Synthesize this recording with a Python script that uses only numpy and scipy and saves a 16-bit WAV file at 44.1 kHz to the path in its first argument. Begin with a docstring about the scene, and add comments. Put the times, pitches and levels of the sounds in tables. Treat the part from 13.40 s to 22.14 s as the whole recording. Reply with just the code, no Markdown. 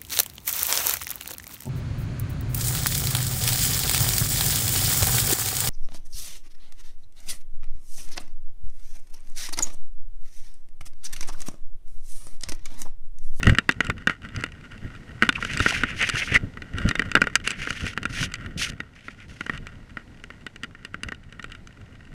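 """Reel and tackle click in irregular bursts, right on the plastic case of a body-worn camera.
An angler is pushing through bracken on a river bank: steps jolt the mount, straps rumble, fronds
brush past, stems snap and creak, and a waterproof sleeve rubs over the case.
The microphone sits inside, so the knocks reach it through the ringing shell.
Farther off lies the faint rush of the river."""
import sys
import numpy as np
from scipy.fft import rfft, irfft, next_fast_len
from scipy.io import wavfile
from scipy.ndimage import map_coordinates

SR = 44100
rng = np.random.default_rng(int(sys.argv[2]) if len(sys.argv) > 2 else 0)


def inscribe(sig):
    """Save sig as 16-bit PCM at rate SR to the path in sys.argv[1].

    A 1-D sig is mono; a 2-D sig holds one channel per row.
    Samples are clipped to [-1, 1] before scaling.
    """
    pcm = np.round(np.clip(np.atleast_2d(sig).T, -1, 1) * 32767)
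    wavfile.write(sys.argv[1], SR, pcm.astype(np.int16))


N = 385417

# resonances of the case, from its shell to its thin edges: pitch_hz, width_hz, level_db
SHELL_MODES = [(1435, 136, 2.3), (1532, 490, 7), (1849, 243, 7.7)]
RIM_MODES = [(2422, 210, 1), (2798, 360, 4.5), (3630, 150, -7.5)]
CRACK_MODES = [(4030, 560, -5.5), (4780, 280, -3), (6107, 600, -9), (6450, 760, -10), (7560, 970, -9),
               (9450, 610, -15), (12100, 1900, -40)]
# spectrum of shifting straps and mount: frequency_hz, level_db
RUMBLE_SPECTRUM = [(12, -8), (25, 5), (50, -5.5), (100, -0.5), (160, -6), (250, -8.5), (330, -17),
                   (700, -27.5), (1300, -61.5)]


def amp(db):
    return 10 ** (np.asarray(db) / 20)


def unit(x):
    return x / np.sqrt(np.mean(x ** 2) + 1e-20)


def wobble(rate):
    """A smooth random curve, rate knots a second."""
    knots = rng.standard_normal(int(N * rate / SR) + 4)
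    return map_coordinates(knots, [np.arange(N) * rate / SR])


def filtered(x, response):
    """x times a complex response of frequency."""
    size = next_fast_len(len(x) + 2048)
    return irfft(rfft(x, size) * response(np.fft.rfftfreq(size, 1 / SR)), size)[:len(x)]


def below(x, edge_hz, steepness=8):
    """The part of x under an edge frequency."""
    return filtered(x, lambda hz: 1 / (1 + (hz / edge_hz) ** steepness))


def coloured(x, spectrum):
    """x shaped by (frequency_hz, level_db) points, at rms 1."""
    points_hz, db = np.transpose(spectrum)
    return unit(filtered(x, lambda hz: amp(np.interp(np.log(hz + 1), np.log(points_hz), db))))


def ringing(x, modes):
    """x through steep-sided resonances."""
    return filtered(x, lambda f: sum(
        amp(db) * (1j * f * width / (hz * hz - f * f + 1j * f * width)) ** 2 for hz, width, db in modes))


def grains(rate, spread_db):
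    """Random tiny impacts of very unequal size, at rms 1."""
    size = amp(spread_db * np.minimum(rng.standard_exponential(N), 4)) * rng.choice([-1, 1], N)
    return unit(size * (rng.random(N) < rate / SR))


def add(track, start_s, sound):
    """Lay a sound into the track."""
    part = track[max(round(start_s * SR), 0):][:len(sound)]
    part += sound[:len(part)]


def contact(modes, chatter, chatter_t60, tail_db, tail_t60):
    """One blow with a brief chatter and a faint tail, rung through modes; rms 1 over its first 10 ms."""
    t = np.arange(SR // 14) / SR
    decay = amp(-60 * t / chatter_t60) + amp(tail_db - 60 * t / tail_t60)
    force = chatter * rng.standard_normal(len(t)) * decay
    force[0] += 1
    # every spot on the case favours other modes and bends their pitch a little
    struck = [(hz * np.exp(rng.normal(0, .015)), width, db + rng.normal(0, 2)) for hz, width, db in modes]
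    ring = ringing(force, struck)
    return ring / np.sqrt(np.mean(ring[:SR // 100] ** 2))


def click(thud_db, rim_db, crack_db):
    """A knock rings the shell, with a low thud from the mount and a bright rim and crack on top."""
    # resonances of the mount: pitch_hz, width_hz, level_db
    thud_modes = [(143.4, 410, -3), (222.2, 196, 10.5), (392, 110, -0.5), (876, 60, -16)]
    thud = contact(thud_modes, chatter=0.058, chatter_t60=0.033, tail_db=-19.5, tail_t60=0.27)
    shell = contact(SHELL_MODES, chatter=0.12, chatter_t60=0.018, tail_db=-19.5, tail_t60=0.072)
    rim = contact(RIM_MODES, chatter=0.25, chatter_t60=0.009, tail_db=-21, tail_t60=0.063)
    crack = contact(CRACK_MODES, chatter=0.057, chatter_t60=0.012, tail_db=-13.5, tail_t60=0.043)
    return (amp(thud_db - 4.5) * thud + amp(-10.5) * shell
            + amp(rim_db - 9.5) * rim + amp(crack_db - 3.2) * crack)


def tackle():
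    """Tackle hits the case: hard contacts have more rim and crack, light ones relatively more thud."""
    # strikes of reel and tackle: start_s, level_db, hardness_db
    strikes = [(0.0305, -13.5, -3.5), (0.0691, -5.5, -9), (0.0954, -11.5, -5.5), (0.1492, -17, -8.5),
               (0.185, -4, -6.5), (0.2919, -2.5, -10.5), (0.3215, -30.5, 2), (0.4055, -6.5, -8.5),
               (0.4995, -11, -9), (0.6724, -4, -11), (0.6965, -11, -12), (1.038, -14.5, -5.5),
               (1.0633, -29.5, -7), (1.8234, -2, -11.5), (1.8321, -7, -14), (1.8906, -4.5, -5),
               (1.926, -25.5, -2.5), (2.0255, -15, -9), (2.0491, -18, -3), (2.113, -35, 4),
               (2.1345, -25.5, 1.5), (2.2022, -8.5, -9), (2.262, -3, -21), (2.3248, -22, -1.5),
               (2.435, -6.5, -12.5), (2.6262, -20, 1.5), (2.6901, -18.5, 2), (2.9437, -18, 0),
               (2.9618, -9, -9), (3.1721, -25.5, -17), (3.2202, -26, -6.5), (3.3838, -19, -4.5),
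               (3.5112, -11.5, -12), (3.5539, -15, -7), (3.5943, -7.5, -9), (3.6206, -15, -12.5),
               (3.7156, -19, -2), (3.7526, 0, -8.5), (3.7669, -7.5, -33), (3.7732, -11, -31),
               (3.8169, -2.5, -8.5), (3.8405, -18, -10), (3.8708, -12.5, -13), (4.0755, -17, 3.5),
               (4.1059, -24, 5), (4.1147, -25, 1.5), (4.2734, -16.5, -19), (4.3052, -15.5, -3),
               (4.4655, -21, -3), (4.576, -13.5, -8.5), (4.6304, -23.5, -3.5), (4.6541, -11.5, -8.5),
               (5.0615, -26.5, -8), (5.4031, -18, -10.5), (5.683, -22.5, -15.5), (6.0087, -17.5, -9.5),
               (6.0643, -22, -8.5), (6.0963, -11.5, -22), (6.2689, -27.5, -5), (6.5708, -19.5, -14.5),
               (6.8392, -29, -4.5), (6.9034, -28, -11), (7.0654, -22.5, -6.5), (7.16, -33, -1.5),
               (7.2339, -21.5, -3.5), (7.2424, -24, -7), (7.3494, -31.5, -13), (7.4492, -26, -1.5),
               (7.5435, -19, -14), (7.6335, -23, 1.5), (7.686, -23, -5.5), (7.7208, -19.5, -13.5),
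               (7.9248, -35, -2.5), (7.9953, -25, -12), (8.0426, -24, -7)]
    out = np.zeros(N)
    for start_s, db, hardness_db in strikes:
        knock = click(thud_db=-15 - 0.063 * db, rim_db=hardness_db, crack_db=-12.5 + 1.48 * hardness_db)
        add(out, start_s, amp(db) * knock)
    return out


def jolts():
    """Each jolt is one low push that sways the mount for a few cycles, the heavier the slower."""
    # steps jolting the mount: start_s, level_db
    steps = [(0.069, -5.5), (0.121, -6), (0.487, -16), (0.971, -20), (2.201, -12), (2.739, -18),
             (2.917, -15), (2.956, -14.5), (3.032, -18), (3.342, -18), (3.451, -6.5), (4.309, -21.5),
             (4.439, -17.5), (4.81, -23), (5.158, -23)]
    full_jolt_hz, db_per_octave = 52.4, 16
    out, t = np.zeros(N), np.arange(SR // 5) / SR
    for start_s, db in steps:
        sway_hz = full_jolt_hz * 2 ** (-db / db_per_octave)
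        sway = np.sin(2 * np.pi * sway_hz * t) * amp(-60 * t / 0.049)
        shudder = coloured(rng.standard_normal(len(t)), RUMBLE_SPECTRUM) * amp(-60 * t / 0.078)
        attack = 1 - np.exp(-t / 0.0025)
        push = below((sway + 0.58 * shudder) * attack, edge_hz=790)
        add(out, start_s, amp(db - 1) * push / np.abs(push).max())
    return out


def movement():
    """Strength of leaves and of straps: both follow the walker's effort and swell with every lurch."""
    # how briskly the angler walks: time_s, effort_db
    effort = [(0, 3), (.25, -8.5), (.5, 2), (.78, -6), (1.15, -4.5), (1.45, -1.5), (1.74, -3.5), (2.2, 6),
              (3.15, -2.5), (3.6, 4), (4.0, -0.5), (4.7, 1), (5.3, 0.5), (5.55, -11), (6.2, -2.5),
              (6.7, -10), (7.8, -7), (8.5, -8), (8.74, -4.5)]
    # lurches through the bracken: peak_s, leaves_db, straps_db
    lurches = [(0.092, -21, -15.5), (.45, -33.5, -31.5), (.7, -35.5, -42), (.86, -39, -35),
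               (0.989, -33, -29), (1.449, -56, -31.5), (1.848, -30.5, -44), (3.04, -43, -30),
               (3.412, -26.5, -26), (3.48, -29.5, -24.5), (3.65, -35.5, -40), (3.77, -34, -33),
               (4.44, -46, -32.5), (4.83, -42, -26.5), (5.2, -48, -33.5), (6.148, -36.5, -36.5),
               (7.669, -40.5, -37), (8.139, -42, -57)]
    rise_db_per_s, fall_db_per_s = 237.5, 256
    t = np.arange(N) / SR
    effort_db = np.interp(t, *np.transpose(effort))
    leaves, straps = amp(-46.5 + 1.3 * effort_db), amp(-41 + effort_db)
    for peak_s, leaves_db, straps_db in lurches:
        swell = amp(np.minimum(rise_db_per_s * (t - peak_s), fall_db_per_s * (peak_s - t)))
        leaves = np.maximum(leaves, amp(leaves_db) * swell)
        straps = np.maximum(straps, amp(straps_db) * swell)
    return leaves, straps


def through_case(x, rim_db, crack_db):
    """x heard through the whole ringing case, at rms 1."""
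    shell, rim, crack = (unit(ringing(x, modes)) for modes in (SHELL_MODES, RIM_MODES, CRACK_MODES))
    return unit(shell + amp(rim_db) * rim + amp(crack_db) * crack)


def taps(level, rate):
    """Stray small contacts, each of its own size and hardness, following a level curve."""
    out = np.zeros(N)
    for when, size, hardness, lightness in rng.random((int(rate * N / SR), 4)):
        strength = level[int(when * N)] * amp(-14 * size)
        if strength > 0:
            tap = click(-16 - 14 * lightness, rim_db=-18 + 21 * hardness, crack_db=-35 + 21 * hardness)
            add(out, when * N / SR, strength * tap)
    return out


def fronds(brushing):
    """Leaves wash along the case in short touches, with the soft taps of stems among them."""
    crackle = grains(rate=400, spread_db=4)
    wash = through_case(crackle + 0.7 * rng.standard_normal(N), rim_db=-8.5, crack_db=-19.5)
    touches = amp(3.6 * wobble(32))
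    stems = amp(15) * taps(np.minimum(brushing, amp(-39)), rate=27)
    return amp(-5) * brushing * touches * wash + stems


def harness(shifting):
    """Straps and mount shift in low, lumpy rumbles."""
    lumps = amp(2.3 * wobble(24))
    return amp(1) * shifting * lumps * coloured(rng.standard_normal(N), RUMBLE_SPECTRUM)


def river():
    """The broad, steady rush of the current, faint behind the close sounds."""
    # spectrum of the current: frequency_hz, level_db
    rush = [(150, 6), (500, 1.5), (1050, -1.5), (1400, -9.5), (1950, -0.5), (2800, -8.5), (3800, -10),
            (7800, -17), (11500, -26), (16000, -45.5)]
    return amp(-59 + 1.7 * wobble(1.7)) * coloured(rng.standard_normal(N), rush)


def snaps():
    """A stem snaps on the case: a sharp click with much crack and hardly any thud."""
    # breaking stems: start_s, level_db
    breaks = [(0.3118, -26), (0.448, -30.5), (0.9623, -25.5), (1.009, -34), (2.173, -18.5), (2.6972, -15),
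              (3.4895, -16.5), (3.9548, -5), (4.9394, -20.5), (8.026, -36), (8.2727, -37.5)]
    out = np.zeros(N)
    for start_s, db in breaks:
        add(out, start_s, amp(db) * click(thud_db=-30, rim_db=-4, crack_db=-10.5))
    return out


def sleeve():
    """The weave slips on the case and folds snag; a faster stroke hisses more, until the cloth lifts."""
    # strokes of the sleeve: start_s, speed_up_s, slow_down_s, swell_db, rub_db, hiss_db
    strokes = [(1.925, 0.035, 0.092, 28, -41, -54), (2.002, 0.21, 0.073, 10, -33.5, -44.5),
               (2.22, 0.091, 0.2, 11.5, -31, -39.5), (2.51, .12, 0.125, 15.5, -28, -43),
               (2.66, .14, 0.153, 22, -25.5, -38.5), (2.9, .045, 0.035, 17.5, -24.5, -29),
               (4.038, 0.018, 0.098, 11.5, -35, -47.5), (4.151, .15, 0.053, 11, -36, -46),
               (4.349, 0.12, 0.073, 8.5, -37, -46.5), (4.69, 0.15, .04, 19.5, -30.5, -32),
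               (5.174, 0.05, 0.081, 12, -32.5, -32), (5.55, 0.078, 0.11, 2, -54, -64.5),
               (5.751, 0.063, 0.053, 9, -54.5, -63.5), (5.88, 0.238, 0.038, 1, -62, -66)]
    # spectrum of the sliding cloth: frequency_hz, level_db
    cloth = [(200, -17), (500, -8.5), (1050, -15), (1500, 1.5), (1950, 6.5), (2800, 4.5), (3900, -8.5),
             (6200, -8.5), (7500, -17.5), (10000, -18), (12000, -30), (15500, -37)]
    hiss_swing, lift_s = 1.27, 0.0031
    friction = coloured(grains(rate=3000, spread_db=6) + 1.47 * rng.standard_normal(N), cloth)
    dull = below(friction, edge_hz=3110)
    rub, hiss = np.zeros(N), np.zeros(N)
    for start_s, rise_s, fall_s, swell_db, rub_db, hiss_db in strokes:
        length_s = rise_s + fall_s
        t = np.arange(int(length_s * SR)) / SR
        speed_db = np.interp(t, [0, rise_s, length_s], [-swell_db, 0, -swell_db])
        touching = np.clip(np.minimum(t, length_s - t) / lift_s, 0, 1)
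        add(rub, start_s, touching * amp(rub_db + speed_db - 1))
        add(hiss, start_s, touching * amp(hiss_db + hiss_swing * speed_db + 4))
    # rub and hiss each surge on their own as the folds pass
    rubbing = rub * unit(dull) * amp(4.5 * wobble(35))
    hissing = hiss * unit(friction - dull) * amp(3.5 * wobble(35))
    slipping = (rubbing + hissing) * amp(2.55 * wobble(90))
    snags = amp(17) * taps(np.minimum(rub, amp(-33)), rate=38)
    return slipping + snags


def creaks():
    """A stem sticks and slips in a quick uneven run, singing at one narrow pitch."""
    # wet stems dragging on the case: start_s, length_s, pitch_hz, level_db
    drags = [(1.952, 0.0097, 2580, -25.5), (1.977, 0.015, 1054, -37), (2.317, .014, 810, -35),
             (2.946, 0.029, 1956, -16)]
    slips_per_s, width_hz = 700, 310
    out, t = np.zeros(N), np.arange(SR // 10) / SR
    for start_s, length_s, pitch_hz, db in drags:
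        swell = np.sin(np.pi * np.minimum(t / length_s, 1))
        slips = (rng.random(len(t)) < slips_per_s / SR) * swell
        ring = ringing(slips, [(pitch_hz, width_hz, 0)])
        add(out, start_s, amp(db) * unit(ring) * np.sqrt(length_s / t[-1]))
    return out


def scene():
    """The close contacts and the river behind them, at one microphone."""
    leaves, straps = movement()
    mix = tackle() + snaps() + creaks() + jolts() + sleeve() + fronds(leaves) + harness(straps) + river()
    return mix[None]


def record(dry):
    """The loudest clicks flatten at full scale; the camera keeps nothing above its band limit."""
    flattened = dry[0] / (1 + np.abs(dry[0]) ** 6) ** (1 / 6)
    return below(flattened, edge_hz=15400, steepness=80)[None]


dry = scene()
out = record(dry)
inscribe(out)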